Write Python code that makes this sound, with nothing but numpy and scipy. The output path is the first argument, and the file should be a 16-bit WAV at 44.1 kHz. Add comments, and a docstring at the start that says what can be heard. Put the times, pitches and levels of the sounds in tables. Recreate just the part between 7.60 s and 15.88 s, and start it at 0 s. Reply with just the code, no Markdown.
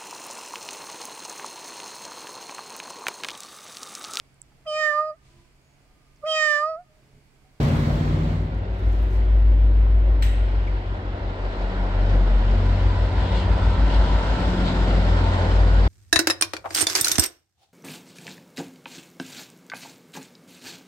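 """A parking lot 36 m from a raised track, on a stereo pair of microphones, with the town humming far off.
Tyres and a revving motor under a bridge fade out as a diesel train draws near from the right. Its exhaust
booms and throbs as the engine eases and picks up, a generator and a car body drone, and the wheels roar,
sing and scrape ever louder until they come abreast. A valve spits air once and rings round the lot;
a few light ticks and clinks sound, with a faint rustle at the start."""
import sys
import numpy as np
from scipy import signal
from scipy.fft import rfft, irfft
from scipy.io import wavfile
from scipy.ndimage import uniform_filter1d

SR = 44100
rng = np.random.default_rng(int(sys.argv[2]) if len(sys.argv) > 2 else 0)


def wrap_up_sound(samples):
    """Save the sound to the file named by the first command line argument, as 16-bit audio."""
    columns = np.atleast_2d(samples).T
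    # keep every value between -1 and 1, then stretch to whole-number steps
    tamed = np.clip(columns, -1, 1)
    steps = np.round(tamed * 32767).astype(np.int16)
    wavfile.write(sys.argv[1], SR, steps)


N = 365148
TIME = np.arange(N) / SR
FRAME_TIME, HZ = np.arange(N // 256 + 5) * 256 / SR, np.fft.rfftfreq(1024, 1 / SR)  # short-time grid

# a straight track at steady speed; each part of the train is nearest the microphones at its own moment
SPEED_M_PER_S, DISTANCE_M, SOUND_M_PER_S = 14.3, 36, 343
HEAD_NEAREST_S, WHEELS_NEAREST_S, GENERATOR_NEAREST_S = 5.96, 7.36, 7.5
ABREAST = (7.12, .47)  # the droning car goes by: t/s, half length/s

# colour of the microphone pair: f/Hz, left minus right/dB
MIC_BALANCE = [(60, 6), (150, 1.5), (500, 0.7), (900, 0.9), (1350, -2), (2000, -4), (3000, 4.5), (4300, -2),
               (5500, 6.5), (6800, 10.5), (8300, 12), (9600, -0.5), (12000, -1), (15000, 7)]
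# noise spectra of far traffic, high rustle and tyres under the bridge: f/Hz, level/dB
TOWN_SPECTRUM = [(150, -8.5), (230, -8.5), (340, 4), (410, -1), (520, -2), (700, -4), (950, -11),
                 (1200, -16.5), (2200, -17), (4000, -41), (16000, -85.5)]
RUSTLE_SPECTRUM = [(2500, -23), (5500, 5), (8000, -4.5), (9500, -3), (13000, -2.5), (16000, -9.5)]
TYRE_SPECTRUM = [(35, -41), (55, -12), (85, -3.5), (125, -1.5), (190, -7), (235, -5.5), (310, -8),
                 (480, -14.5), (580, -12), (800, -19), (1100, -19), (1500, -24.5), (2100, -25), (2550, -30),
                 (4200, -32), (6200, -45), (8100, -48.5), (9500, -56.5), (14500, -57), (16000, -49.5)]
# puffs of rustle: t/s, half length/s, level/dB
RUSTLE_PUFFS = [(.08, .3, -57), (1.18, .08, -72), (1.37, 0.11, -66), (1.55, .06, -65.5), (1.66, .1, -77)]
# ticks and clinks, and last a wheel scrape: t/s, relative level/dB, centre f/Hz, width/octaves, decay/s
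TICKS_AND_SCRAPE = [(0.947, -54, 6500, 0.45, 0.0018), (.983, -60, 8500, .7, .0015),
                    (1.428, -49, 13000, 0.33, 0.0019), (1.729, -65, 10000, 0.8, .002),
                    (2.148, -70, 12000, .4, .016), (2.203, -45, 1750, .5, .016),
                    (2.266, -32, 750, 0.5, 0.004), (2.348, -46, 1850, .6, .008),
                    (3.074, -37.5, 2170, 0.1, 0.018), (3.078, -65, 6030, 0.57, .02),
                    (4.494, -42, 3000, 0.55, 0.033)]
# motor revving on the road: t/s, cycle rate/Hz
MOTOR_REVS = [(0, 14.4), (.3, 14.6), (.6, 15.3), (.85, 14.9)]
# its tones: multiple of the cycle, relative starting level/dB, fall/(dB/s)
MOTOR_ORDERS = [(3.5, -8, 4), (6, 0.5, -2), (8.5, 1, 16), (10, 4.5, 5), (11, -2, 2), (14, -14.5, 3),
                (16, 4, 16), (19, -11.5, 11.5), (20, -12, 0), (22, -19, 2.5), (26, -15, 8)]

# spectra of the valve's opening pop and its air jet: f/Hz, level/dB
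POP_SPECTRUM = [(600, -30), (1200, 0), (1550, 2), (2100, 0), (3100, 1), (4000, -4), (5500, -11),
                (7300, -21), (8150, -12), (9200, -31), (16000, -28)]
JET_SPECTRUM = [(600, -35), (1200, -16), (1450, 0), (1700, 3), (2000, 6), (3200, 3), (4100, -1), (5000, -5),
                (6200, -7.5), (7200, -9), (8300, -6), (9100, -17), (12200, -11.5), (14500, -7),
                (16000, -20)]
# ring of the spit round the lot: f/Hz, time to fall by 60 dB in s
LOT_DECAY = [(1000, 1), (3000, 1), (5000, 0.46), (8000, 0.56), (8650, 0.66), (9500, 0.39), (16000, 0.28)]
# resonances of the valve's metal, and of wheel and rail: f/Hz, width/Hz, lift/dB
VALVE_MODES = [(1910, 120, 6), (2650, 90, 3), (3100, 90, 5), (3870, 180, 8), (5230, 100, 4), (7960, 200, 7),
               (8600, 200, 4), (12150, 500, 7)]
WHEEL_MODES = [(1000, 57, 1), (1535, 50, 1), (2980, 96, 0.5), (5230, 100, 4.5), (7800, 220, 4)]

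# spectra of car body, rail-head sizzle, scrapes, wheel roar, rail hiss and track bed: f/Hz, level/dB
BODY_SPECTRUM = [(90, -23), (160, -11), (205, 3), (250, -2), (310, 0), (370, -3), (420, -18), (900, -47.5),
                 (16000, -110)]
SIZZLE_SPECTRUM = [(2500, -24), (5500, 1.5), (8000, -0.5), (10300, -1.5), (12800, -2.5), (13400, -9.5),
                   (16000, -18)]
SCRAPE_SPECTRUM = [(1100, -29), (1400, -1), (1700, -10), (2400, -8.5), (2850, 0), (3400, -0.5),
                   (4200, -0.5), (5000, -12), (5800, -21), (8200, -24.5), (9500, -40), (16000, -60)]
ROAR_SPECTRUM = [(200, -20.5), (340, -4.5), (430, -1), (560, 2.5), (780, -1.65), (1000, -3), (1180, -9.5),
                 (1440, -4.5), (1650, -11.5), (1850, -10), (2200, -16.5), (2550, -24), (4000, -43),
                 (16000, -87)]
HISS_SPECTRUM = [(1000, -2.5), (2000, 1), (2550, -1), (2900, 1), (3400, 0.5), (4100, -1), (5000, -5.5),
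                 (5700, -14), (6800, -17), (8200, -22), (9100, -29), (12500, -40), (16000, -46)]
RUMBLE_SPECTRUM = [(25, -33), (45, 0), (70, 3), (115, 4.5), (150, 4.5), (200, 3.5), (290, 0), (380, -4),
                   (900, -44), (16000, -100)]
# scrapes of wheel on rail: t/s, half length/s, level/dB
SCRAPES = [(5.632, 0.074, -47), (5.778, .055, -40.5), (6.06, .1, -48), (6.33, 0.05, -43),
           (6.485, 0.11, -45.5), (6.782, 0.093, -48.5), (7.083, .04, -41.5), (7.3, .035, -47.5)]
# singing wheels: f/Hz, width/Hz, level/dB, loudest t/s, half length/s
WHEEL_TONES = [(997, 11, -42.5, 5.8, 1.15), (971, 29, -42.5, 6.47, 0.68), (910, 18, -42.5, 6.45, 1.1),
               (880, 18, -42.5, 6.7, .45), (1330, 37, -45.5, 6.45, .6), (1382, 45, -45.5, 6.7, 1),
               (1527, 65, -48, 6.9, 0.94), (890, 60, -37.5, 7.72, .2), (1008, 50, -43.5, 7.72, .2)]
# surges over rough rail: t/s, half length/s, roar lift/dB, hiss lift/dB
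RAIL_SURGES = [(1.3, .5, 3.5, 4.7), (3, 0.28, 0.8, 3), (3.95, .2, 2, 2), (4.422, 0.41, 3, 2),
               (5.152, .3, 0, 2), (6.146, .13, -1, -1), (6.85, .5, -0.5, 1.3), (7.803, .2, 2, 1.2)]
# the track bed swells under load: t/s, half length/s, lift/dB
RUMBLE_SWELLS = [(4.48, 0.22, 7), (5.0, .25, 2.5), (5.752, 0.24, 1.5)]

# the generator's firing tone and its octave: t/s, level/dB
GENERATOR_FIRING = [(0.9, -32), (3.74, -33.5), (4.04, -40.5), (4.52, -23), (4.72, -39), (5.0, -22),
                    (5.84, -25.5), (6.78, -37.5), (7.6, -21.5), (8.26, -23.5)]
GENERATOR_OCTAVE = [(0.9, -44.5), (3.28, -51.5), (3.95, -44.5), (4.2, -38.5), (4.7, -40), (5.55, -43),
                    (5.8, -35), (6.2, -35), (6.72, -43.5), (6.92, -28.5), (8.26, -46)]
# its weaker tones: multiple of the cycle, base level/dB, lift under load/dB, lift abreast/dB
GENERATOR_ORDERS = [(9, -58.5, 5.5, 8.5), (14.5, -51, 12.5, 1), (16, -52, 5, 9), (18, -50.5, 1.5, 9),
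                    (19, -54, 0.5, -4), (20, -59, 2, 14), (22, -56.5, 1.5, 8), (23, -54, -1.5, 1),
                    (24, -50, -3.5, 5.5)]
# the diesel easing and picking up: t/s, firing rate/Hz
DIESEL_FIRING = [(0, 51.7), (2.5, 52), (3, 49.3), (3.5, 44.6), (3.9, 43.3), (4.6, 45.3), (5.4, 48.6),
                 (5.95, 50.2), (6.6, 50.4), (7.2, 48.8), (8.28, 49.4)]
# exhaust boom at the firing rate: t/s, level/dB
EXHAUST_BOOM = [(0.0, -48), (0.32, -30), (1.2, -28), (1.27, -17.5), (1.5, -20.5), (1.8, -13.5),
                (2.44, -15.1), (3.08, -21.5), (3.42, -34.5), (4.25, -23.5), (4.55, -16), (4.72, -16),
                (5.08, -19.5), (5.3, -20), (5.74, -28.5), (5.9, -22.5), (6.4, -16), (6.7, -23.5),
                (7.12, -24.5), (7.28, -18), (7.64, -19), (7.72, -26), (7.86, -28), (7.93, -15.5),
                (8.26, -14.5)]
# weaker exhaust tones: multiple of the shaft rate, level against the throb tone/dB
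EXHAUST_ORDERS = [(7, -22.5), (10, -26.5), (11, -17.5), (12, -10), (14, -19.5), (15, -17), (17, -17.5),
                  (19, -21), (23, -27)]


def amp(db):
    """Decibels to gain."""
    return 10 ** (np.asarray(db) / 20)


def unit(x):
    """Scales to rms 1."""
    return x / np.sqrt(np.mean(x ** 2) + 1e-20)


def curve(points):
    """A table joined by straight lines in time."""
    return np.interp(TIME, *np.transpose(points))


def colour(points):
    """A table joined on a log-frequency axis."""
    f, value = np.transpose(points)
    return np.interp(np.log(HZ + 1), np.log(f), value)


def resonances(modes):
    """Lift in dB that a set of resonances gives each frequency."""
    return sum(db / (1 + ((HZ - hz) / (width / 2)) ** 2) for hz, width, db in modes)


def swell(s, half_length, t=TIME):
    """A smooth rise and fall that reaches 1 at time s."""
    return np.exp(-((t - s) / half_length) ** 2)


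def drift(rate_hz):
    """A smooth random wander of rms about 1."""
    t = TIME[::32]
    lowpass = np.exp(-(np.fft.rfftfreq(len(t), t[1]) / rate_hz) ** 2)
    wander = irfft(rfft(rng.standard_normal(len(t))) * lowpass, len(t))
    return np.interp(TIME, t, unit(wander))


def tone(turns, db):
    """A sine of given rms level."""
    return np.sqrt(2) * amp(db) * np.cos(2 * np.pi * turns)


def wavering(turns, db, fading, rate_hz):
    """A tone arriving along several changing paths: its level and phase wander."""
    in_phase = tone(turns, db) * (1 + fading * drift(rate_hz))
    return in_phase + tone(turns + 1 / 4, db) * fading * drift(rate_hz)


def sight(nearest_s, t=TIME):
    """A part of the train: dB lost against its nearest point, and bearing sine (negative on approach)."""
    along = SPEED_M_PER_S * (t - nearest_s)
    distance = np.hypot(along, DISTANCE_M)
    return 20 * np.log10(distance / DISTANCE_M), along / distance


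def mic_spectra(lag_ms, direct, spacing_ms=0.54):
    """Noise at the pair: a direct share reaches the left lag_ms later, the rest comes from all round."""
    a, b, c, d = rng.standard_normal((4, len(FRAME_TIME), len(HZ)))
    diffuse = np.sinc(2 * HZ * spacing_ms / 1000)
    coherence = direct * np.exp(2j * np.pi * HZ * lag_ms / 1000) + (1 - direct) * diffuse
    left = a + 1j * b
    right = coherence * left + np.sqrt(np.maximum(1 - abs(coherence) ** 2, 0)) * (c + 1j * d)
    balance = amp(colour(MIC_BALANCE) / 2)
    return np.array([left * balance, right / balance])


def waveform(spectra):
    """Short-time spectra to sound."""
    return signal.istft(spectra.transpose(0, 2, 1), nperseg=1024, noverlap=768)[1][:, :N]


def noise(spectrum, direct, patchy_db, shade_db=0, far_lag_ms=0.35):
    """Stereo noise, rms 1 in the middle, with drifting colour; its direct share follows the train's head."""
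    bearing = sight(HEAD_NEAREST_S, FRAME_TIME)[1][:, None]
    spectra = mic_spectra(-far_lag_ms * bearing, direct)
    patches = uniform_filter1d(rng.standard_normal(spectra.shape[1:]), size=16, axis=0)
    patches = unit(uniform_filter1d(patches, size=9, axis=1))
    x = waveform(spectra * amp(colour(spectrum) + patchy_db * patches + shade_db))
    return x / np.std(x.mean(0))


def microphone_hiss(db=-87):
    """The faint even hiss of the two microphones."""
    return amp(db) * rng.standard_normal((2, N))


def town(db=-45):
    """Far traffic hums all round the lot."""
    return amp(db + 0.5 * drift(3.4)) * noise(TOWN_SPECTRUM, direct=0.19, patchy_db=1.5)


def rustle(crackles_per_s=70, spread_db=2, decay_s=.0015):
    """A few faint puffs of high hiss with a fine crackle in them."""
    puffs = sum(amp(db) * swell(s, half) for s, half, db in RUSTLE_PUFFS)
    onsets = rng.random(N) < crackles_per_s / SR
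    sizes = amp(spread_db * np.minimum(rng.exponential(1, N), 3))
    crackle = signal.lfilter([1], [1, -np.exp(-1 / (decay_s * SR))], onsets * sizes)
    level = puffs * unit(1 + crackle) * amp(1.5 * drift(120))
    return level * noise(RUSTLE_SPECTRUM, direct=.2, patchy_db=-0.5)


def ticks_and_scrape(trim_db=-0.5):
    """Light ticks and clinks, and one brief scrape from the train's wheels: each a dying band of noise."""
    out, t = np.zeros((2, N)), TIME[:SR // 2]
    f = np.fft.rfftfreq(len(t), 1 / SR) + 1
    age = t - t.mean()
    for s, db, hz, octaves, decay_s in TICKS_AND_SCRAPE:
        band = unit(np.exp(-.5 * (np.log2(f / hz) / octaves) ** 2))
        burst = rng.standard_normal((2, len(t))) * (age > 0) * np.exp(-abs(age) / decay_s)
        start = round((s - t.mean()) * SR)
        out[:, start:start + len(t)] += amp(db + trim_db) * irfft(rfft(burst) * band, len(t))
    return out


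def road(motor_db=-30, tyres_db=-24, tyres_fall_db_per_s=11, fade_from_s=0.73, fade_db_per_s=54):
    """Tyres and a revving motor echo under the bridge, then fade out together."""
    turns = np.cumsum(curve(MOTOR_REVS)) / SR
    motor = sum(wavering(order * turns, motor_db + db - fall * TIME, fading=.2, rate_hz=8.8)
                for order, db, fall in MOTOR_ORDERS)
    tyres = amp(tyres_db - tyres_fall_db_per_s * TIME) * noise(TYRE_SPECTRUM, direct=0.18, patchy_db=1)
    return (motor + tyres) * amp(-fade_db_per_s * np.maximum(TIME - fade_from_s, 0))


def air_spit(s=2.6225, pop_db=-22.3, jet_db=-36.5, ring_db=-36, lag_ms=.44):
    """A valve to the right pops open and spits air; its metal rings, walls and parked cars throw it back."""
    age, frame_age = np.maximum(TIME - s, 0), np.maximum(FRAME_TIME - s, 0)[:, None]
    pop = unit(waveform(mic_spectra(lag_ms, direct=.8) * amp(colour(POP_SPECTRUM))))
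    jet = unit(waveform(mic_spectra(lag_ms, direct=.75) * amp(colour(JET_SPECTRUM))))
    spit = amp(pop_db) * pop * np.exp(-age / .005) + amp(jet_db) * jet * np.exp(-age / .018)
    echoes = mic_spectra(lag_ms, direct=.1) * amp(colour(JET_SPECTRUM) + resonances(VALVE_MODES))
    ring = waveform(echoes * amp(-60 * frame_age / colour(LOT_DECAY))) / np.std(waveform(echoes))
    opening = 1 - np.exp(-age / 0.002)
    return opening * (spit + amp(ring_db) * ring)


def body_drone(db=-34):
    """A car body hums while it is abreast of the microphones."""
    return amp(db) * swell(*ABREAST) * noise(BODY_SPECTRUM, direct=0.82, patchy_db=0.5)


def sizzle(near_db=-74, steepness=2.8, flare_db=7):
    """The thin top of the wheel noise on the rail head: it grows with nearness and flares once."""
    level_db = near_db - steepness * sight(WHEELS_NEAREST_S)[0] + flare_db * swell(6.92, .13)
    return amp(level_db + 1.2 * drift(30)) * noise(SIZZLE_SPECTRUM, direct=.2, patchy_db=1.5)


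def scrapes():
    """Brief, grainy swells of hiss as the wheels rub the rail."""
    level = sum(amp(db) * swell(s, half) for s, half, db in SCRAPES)
    return level * amp(0.83 * drift(70)) * noise(SCRAPE_SPECTRUM, direct=0.16, patchy_db=2)


def singing(pitch_rise_per_s=.004):
    """Wheels shaken by the rail ring in narrow tones; each microphone gets its own mix of paths."""
    clock = np.cumsum(1 + pitch_rise_per_s * (TIME - HEAD_NEAREST_S)) / SR
    out = np.zeros((2, N))
    for hz, width, db, s, half in WHEEL_TONES:
        shaking = np.array([drift(width / 2) + 1j * drift(width / 2) for mic in range(2)])
        out += amp(db) * swell(s, half) * (shaking * np.exp(2j * np.pi * hz * clock)).real
    return out


def rolling_levels(t=TIME):
    """Roar, hiss and rumble in dB: each rises from a far-off floor as the wheels near, with surges."""
    loss_db = sight(WHEELS_NEAREST_S, t)[0]

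    def approach(near_db, steepness, floor_db):  # steepness 1 falls as 1 / distance
        return 20 * np.log10(np.hypot(amp(near_db - steepness * loss_db), amp(floor_db)))

    roar_lift, hiss_lift = sum(np.outer(lifts, swell(s, half, t)) for s, half, *lifts in RAIL_SURGES)
    rumble_lift = sum(db * swell(s, half, t) for s, half, db in RUMBLE_SWELLS)
    return (approach(near_db=-31.5, steepness=1.78, floor_db=-53.5) + roar_lift,
            approach(near_db=-40, steepness=2.18, floor_db=-63) + hiss_lift,
            approach(near_db=-30.5, steepness=3.5, floor_db=-45) + rumble_lift)


def wheels():
    """Rolling shakes the track bed and rings the wheels and rails; distance dulls the hiss."""
    roar_db, hiss_db, rumble_db = rolling_levels()
    below_peak_db = rolling_levels(FRAME_TIME)[1][:, None] - hiss_db.max()
    dull_db = 0.46 * below_peak_db * np.log2(np.clip(HZ, 2500, 9000) / 3600)
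    ring_db = resonances(WHEEL_MODES)
    rough_rail = drift(42)  # rough stretches lift roar and hiss together
    roar = noise(ROAR_SPECTRUM, direct=0.48, patchy_db=1, shade_db=ring_db)
    roar *= amp(roar_db + 0.5 * rough_rail)
    hiss = noise(HISS_SPECTRUM, direct=0.082, patchy_db=1, shade_db=dull_db + ring_db)
    hiss *= amp(hiss_db + 0.55 * rough_rail)
    rumble = amp(rumble_db) * noise(RUMBLE_SPECTRUM, direct=.5, patchy_db=1)
    return roar + hiss + rumble


def generator(cycle_hz=15.04, cylinders=6):
    """A steady engine whose pitch sinks as it goes by; its upper tones grow with nearness."""
    doppler = 1 / (1 + SPEED_M_PER_S / SOUND_M_PER_S * sight(GENERATOR_NEAREST_S)[1])
    turns = np.cumsum(cycle_hz * doppler) / SR
    firing = cylinders * turns
    roar_db = rolling_levels()[0]
    near_db = 0.13 * (roar_db - roar_db.mean())
    load = swell(4.85, .42)  # it takes load for a moment
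    hum = tone(firing, curve(GENERATOR_FIRING))
    hum += wavering(2 * firing, curve(GENERATOR_OCTAVE), fading=0.22, rate_hz=7.8)
    for order, db, load_db, abreast_db in GENERATOR_ORDERS:
        level_db = db + near_db + load_db * load + abreast_db * swell(*ABREAST)
        hum += wavering(order * turns, level_db, fading=0.35, rate_hz=2.5)
    fade_in = np.interp(TIME, [.45, .85], [0, 1])
    return hum * fade_in * amp([[.5], [-.5]])  # a little louder on the left


def exhaust(firings_per_turn=8, throb_far_db=-33, throb_lift_db=10.5, beat_crest_s=6.395):
    """The diesel booms at its firing rate; a tone about 6 Hz higher beats with it, amid weaker tones."""
    firing = np.cumsum(curve(DIESEL_FIRING)) / SR
    firing -= np.interp(beat_crest_s, TIME, firing)  # boom and throb are in phase here
    shaft = firing / firings_per_turn
    throb_db = throb_far_db + throb_lift_db * swell(HEAD_NEAREST_S, 0.92)
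    boom = tone(firing, curve(EXHAUST_BOOM)) + tone(firing + shaft, throb_db)
    for order, db in EXHAUST_ORDERS:
        boom += wavering(order * shaft, throb_db + db, fading=0.63, rate_hz=5.9)
    return boom * amp([[.8], [-.8]])  # a little louder on the left


def scene():
    """Everything that reaches the microphones in the lot."""
    train = exhaust() + generator() + body_drone() + wheels() + scrapes() + singing() + sizzle()
    return road() + town() + train + air_spit() + ticks_and_scrape() + rustle() + microphone_hiss()


def record(dry):
    """Fades of 3 ms at both ends, and the recorder's steep treble limit."""
    ends = np.sin(np.pi / 2 * np.minimum(np.minimum(TIME, TIME[::-1]) / .003, 1)) ** 2
    lowpass = signal.firwin(511, cutoff=15850, window=("kaiser", 9), fs=SR)
    return signal.oaconvolve(dry * ends, lowpass[None], "same")


dry = scene()
out = record(dry)
wrap_up_sound(out)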